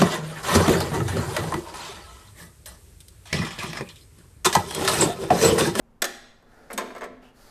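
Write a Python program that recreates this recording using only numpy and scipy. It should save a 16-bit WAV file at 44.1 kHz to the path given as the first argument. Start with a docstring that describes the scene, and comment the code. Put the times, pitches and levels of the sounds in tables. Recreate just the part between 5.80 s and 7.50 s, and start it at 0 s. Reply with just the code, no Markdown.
"""A large workshop, at a metal table. A steel tool drops among others: one bright clank and a bounce.
A steel rod then slides out, clinks on a neighbour, knocks and rattles on the table and is drawn away.
The hits layer dying sines for the ring of the metal with fast-fading noise for its crash; the slides
are grainy noise. The hall rings after each blow, over a low bed of ventilation rumble."""
import sys
import numpy as np
from scipy import signal
from scipy.fft import rfft, irfft
from scipy.io import wavfile
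from scipy.ndimage import uniform_filter1d

SR = 44100
rng = np.random.default_rng(int(sys.argv[2]) if len(sys.argv) > 2 else 0)


def to_wav(sig):
    """Store sig (one row per channel, or 1-D mono) as 16-bit WAV at the path in sys.argv[1].

    Samples outside -1..1 are clipped; the rate is SR.
    """
    pcm = np.clip(np.atleast_2d(sig), -1, 1) * 32767
    pcm = np.round(pcm).astype(np.int16)
    wavfile.write(sys.argv[1], SR, pcm.T)  # frames by channels


N = 74970
T = np.arange(N) / SR
HZ = np.fft.rfftfreq(N, 1 / SR)

# The tool lands and bounces. Each row: start in seconds, level in dB, tilt in dB per octave.
LANDINGS = [(0.2192, -21.5, 1.5), (.2212, -13, -0.5), (0.2423, -20.5, 0), (.2446, -26.5, -.5),
            (0.2518, -23.5, 0)]
# The tool's ring. Each row: pitch in Hz, relative level in dB, time to fade by 60 dB (t60) in seconds.
TOOL_MODES = [(363, -20, .4), (548, -20, .12), (636, -12, .11), (702, -15, .09), (797, -21, .5),
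              (1312, -15, .12), (1525, -21, .17), (1620, -22, .33), (1748, -12, .12), (1815, -15, .09),
              (1895, -28, .55), (2150, -19, .07), (2405, -21, .09), (3270, -15, .035), (3407, -16, .045),
              (4790, -18, .06), (6545, -10, .05), (8040, -14, .045)]
# The clatter of the pile under it. Each row: frequency in Hz, relative level in dB.
CLATTER_COLOUR = [(130, -50.5), (200, -11.5), (450, -10), (680, -5.5), (980, -8.5), (1300, 2), (1750, 1),
                  (2100, -4.5), (2800, -7), (3600, -2.5), (7500, -4), (10200, -10), (13300, -8),
                  (15500, -27.5)]
# The clatter's decay. Each row: frequency in Hz, t60 in seconds.
CLATTER_DECAY = [(250, 0.2), (1500, 0.056), (5000, 0.032), (13000, .036)]
# The table's boom under the landing. Each row: pitch in Hz, level in dB, t60 in seconds.
BOOM_MODES = [(196, -55.5, .7), (248.6, -49.5, 0.86), (289.2, -68.5, 0.4)]

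# The rod hits the table. Each row: start in seconds, table level in dB, table tilt in dB per octave,
# rod level in dB, rod tilt in dB per octave.
ROD_KNOCKS = [(0.624, -60.5, -4, -73.5, 8), (0.9012, -36.5, 0, -64, 9), (.9075, -40.5, 2.5, -55, 11),
              (.9155, -42.5, 4.5, -66, 10), (.9315, -49, -10, -76, 0), (.9772, -30, 5, -27, -2),
              (0.9803, -25, 1, -60, 3), (1.0065, -33, 3.5, -79, -3), (1.104, -40.5, 0, -72, 3),
              (1.1495, -39.5, 1.5, -54, -5), (1.1615, -38, 1, -63, 17), (1.1805, -50, 6, -56.5, 6),
              (1.2096, -35.5, 1, -51.5, -6.5), (1.2185, -33, -0.5, -59, 4), (1.2315, -37.5, 3, -65, 5),
              (1.2405, -36, 1.5, -49, -2), (1.256, -56.5, -12, -68, 6)]
# The table top's ring. Each row: pitch in Hz, relative level in dB, t60 in seconds.
TABLE_MODES = [(201, -17, .45), (255, -13, .7), (357, -15, .4), (434, -7, .13), (474, -8, .14),
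               (530, -15, .2), (585, -16, .25), (686, -12, .2), (888, -9, .16), (1016, -6, .15),
               (1040, -7, .2), (1158, -12, .18), (1320, -18, .25), (1618, -18, .18), (1890, -22, .22),
               (2170, -19, .14)]
# The table's thud. Each row: frequency in Hz, relative level in dB.
THUD_COLOUR = [(130, -71), (195, -4.5), (260, -1.5), (305, -12), (380, 1), (720, 3.5), (820, -18),
               (1050, 3), (1380, 3.5), (1490, -2), (1600, 2), (2150, -4), (2700, -13), (5000, -22),
               (9000, -31.5), (15000, -49)]
# The thud's decay. Each row: frequency in Hz, t60 in seconds.
THUD_DECAY = [(250, 0.58), (1200, 0.1), (4000, 0.11), (12000, 0.068)]
# The rod's thin ring. Each row: pitch in Hz, relative level in dB, t60 in seconds.
ROD_MODES = [(2700, -13, .06), (3650, -8, .06), (4942, -14, .05), (6503, -3, .055), (7004, -8, .05),
             (7849, -1, .05), (8495, -7, .11), (9600, -9, .06), (11250, -11, .045), (12180, -21, .09),
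             (13080, -6, .055), (14900, -19, .05)]
# The clink of its small neighbour. Each row: pitch in Hz, relative level in dB, t60 in seconds.
SMALL_TOOL_MODES = [(2350, -14, .05), (5980, -13, .04), (8120, -1, .045), (9920, -1, .035),
                    (11080, -1, .03), (11260, -3, .04), (13280, -6, .03)]
# The tick of steel on steel. Each row: frequency in Hz, relative level in dB.
TICK_COLOUR = [(800, -8), (2800, -1.5), (7500, -1), (10500, -6.5), (13000, -8), (15500, -29)]

# Steel slides over the table. Each row: start, length, attack and release in seconds, level in dB,
# tilt in dB per octave, resonance in Hz, its relative level in dB.
STROKES = [(0.631, 0.354, .11, 0.015, -57, -0.7, 1760, -12.5),
           (0.96, 0.23, 0.021, 0.12, -46.5, -1, 3500, -19),
           (1.413, .125, 0.017, 0.071, -57, -0.43, 2870, -8),
           (1.522, .26, 0.1, .05, -55.5, 1.94, 4440, -18)]
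# The scrape's tone. Each row: frequency in Hz, relative level in dB.
SCRAPE_COLOUR = [(150, -5), (400, 9.5), (750, 8), (1050, -2.5), (1400, 5), (2200, -6.5), (3000, -10.5),
                 (4700, -8), (9000, -13.5), (13000, -16), (15500, -28)]

# The hall's tone. Each row: frequency in Hz, relative level in dB.
TAIL_COLOUR = [(150, 4), (850, -1.5), (1500, -1), (2700, -0.5), (4000, 0), (8000, -4), (14000, -2)]
# The hall's decay. Each row: frequency in Hz, t60 in seconds.
TAIL_DECAY = [(200, 0.62), (800, 0.69), (2000, 0.7349), (4000, 0.74), (8000, 0.5446), (14000, 0.35)]
# The ventilation bed. Each row: frequency in Hz, relative level in dB.
RUMBLE_COLOUR = [(15, 1.5), (36, 2), (60, -8), (150, -9.5), (450, -16.5), (1000, -20.5), (2000, -32),
                 (4000, -41.5), (13000, -45), (16000, -58.5)]


def dropped_tool(ring_db=-2):
    """Each landing rings the tool and rattles the pile under it; the table booms on the first."""
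    out = np.zeros(N)
    for start, db, tilt in LANDINGS:
        clank = wash(CLATTER_COLOUR, CLATTER_DECAY) + amp(ring_db) * ring(TOOL_MODES)
        add(out, start, amp(db) * attack(tilted(clank, tilt)))
    add(out, LANDINGS[0][0], attack(ring(BOOM_MODES)))
    return out


def table_knocks():
    """Each knock of the rod draws a thud and a ring from the table top."""
    out = np.zeros(N)
    for start, db, tilt, _, _ in ROD_KNOCKS:
        knock = wash(THUD_COLOUR, THUD_DECAY) + ring(TABLE_MODES)
        add(out, start, amp(db) * attack(tilted(knock, tilt)))
    return out


def steel_rings(clink_s=0.9308, clink_db=-34.5):
    """The hand-held rod rings briefly at each knock; once it clinks on a small tool."""
    out = np.zeros(N)
    for start, _, _, db, tilt in ROD_KNOCKS:
        ping = tilted(ring(ROD_MODES), tilt, pivot_hz=7500) + tick(db=-5)
        add(out, start, amp(db) * ping)
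    clink = ring(SMALL_TOOL_MODES) + tick(db=-7)
    add(out, clink_s, amp(clink_db) * clink)
    return out


def tick(db, t60=0.1):
    """The short, bright crack of steel meeting steel."""
    burst = noise(TICK_COLOUR) * amp(-60 * T / t60)
    return amp(db) * burst[:SR // 2]


def slides(grain_db=1, width_hz=630, table_db=-9):
    """Gritty friction swells with each stroke, sings in one broad resonance and rings the table."""
    out = np.zeros(N)
    for start, length, rise, release, db, tilt, sing_hz, sing_db in STROKES:
        fade_in = np.clip((T - start) / rise, 0, 1)
        fade_out = np.clip((start + length - T) / release, 0, 1)
        grain = unit(uniform_filter1d(rng.standard_normal(N), size=90))  # 2 ms flutter
        rub = unit(amp(grain_db * grain) * tilted(noise(SCRAPE_COLOUR), tilt))
        resonance = 1 / (1 + (2 * (HZ - sing_hz) / width_hz) ** 2)
        sing = unit(irfft(rfft(rub) * resonance, N))
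        out += amp(db) * fade_in * fade_out * (rub + amp(sing_db) * sing)
    table = unit(signal.fftconvolve(out, ring(TABLE_MODES))[:N])
    return out + amp(table_db) * np.std(out) * table


def hall(send, db=-11.5, build_s=0.005, turn_s=0.07):
    """The workshop's diffuse tail: three sets of paths take turns carrying the sound."""
    out = np.zeros(N)
    for k in range(3):
        tail = attack(wash(TAIL_COLOUR, TAIL_DECAY, length_s=1), build_s)
        share = np.sqrt(2 / 3) * abs(np.cos(np.pi * (T / turn_s + k / 3)))  # equal-power crossfade
        out += signal.fftconvolve(send * share, tail / np.linalg.norm(tail))[:N]
    return amp(db) * out


def ventilation(rumble_db=-57, hum_hz=232.7, hum_db=-67):
    """A steady low rumble of air with a faint hum."""
    hum = np.sqrt(2) * np.sin(2 * np.pi * hum_hz * T)
    return amp(rumble_db) * noise(RUMBLE_COLOUR) + amp(hum_db) * hum


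def ring(modes):
    """Struck metal: dying sines whose strengths vary a little with the point of impact."""
    t = T[:SR // 2]
    out = np.zeros(len(t))
    for k, (hz, db, t60) in enumerate(modes):
        envelope = amp(db + rng.normal(0, 1.5) - 60 * t / t60)
        out += (-1) ** k * envelope * np.sin(2 * np.pi * hz * t)
    return out


def wash(colour, decay, length_s=0.5):
    """Countless close modes: noise that dies at its own speed in each band."""
    size = int(length_s * SR)
    hz, t, bands = signal.stft(noise(colour)[:size], SR, nperseg=256)
    fade = amp(-60 * t / curve(decay, hz)[:, None])
    return signal.istft(bands * fade, SR)[1][:size]


def attack(x, rise_s=0.00082):
    """A quick fade-in: a blow builds while the contact lasts."""
    return x * np.minimum(T[:len(x)] / rise_s, 1)


def tilted(x, db_per_octave, pivot_hz=1000):
    """Tilt EQ: brightens or dulls a sound about a pivot."""
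    octaves = np.log2(np.clip(HZ, 250, 16000) / pivot_hz)
    return irfft(rfft(x, N) * amp(db_per_octave * octaves), N)[:len(x)]


def noise(colour):
    """Coloured noise at rms 1."""
    phases = np.exp(2j * np.pi * rng.random(len(HZ)))
    return unit(irfft(amp(curve(colour, HZ)) * phases, N))


def curve(points, hz):
    """Reads a table on a log-frequency axis."""
    point_hz, values = np.transpose(points)
    return np.interp(np.log(hz + 1), np.log(point_hz + 1), values)


def amp(db):
    """Decibels to gain."""
    return 10 ** (np.asarray(db) / 20)


def unit(x):
    """Scales to rms 1."""
    return x / np.sqrt(np.mean(x ** 2) + 1e-20)


def add(mix, start_s, sound):
    """Lays a sound into the mix at its cue."""
    part = mix[round(start_s * SR):][:len(sound)]
    part += sound[:len(part)]


def scene(low_cut_hz=147, steel_send_db=-3.5):
    """The mono mix: tools and table up front, hall and ventilation behind."""
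    low_cut = signal.butter(4, low_cut_hz, "high", fs=SR, output="sos")  # the table radiates little bass
    body = signal.sosfilt(low_cut, dropped_tool() + table_knocks() + slides())
    steel = steel_rings()
    send = body + amp(steel_send_db) * steel  # thin rings reach the hall less than the table does
    return (body + steel + hall(send) + ventilation())[None]


def record(dry, high_cut_hz=15500):
    """A steep high cut trims the very top."""
    high_cut = signal.firwin(255, high_cut_hz, window=("kaiser", 9), fs=SR)
    return signal.oaconvolve(dry, high_cut[None], "same")


dry = scene()
out = record(dry)
to_wav(out)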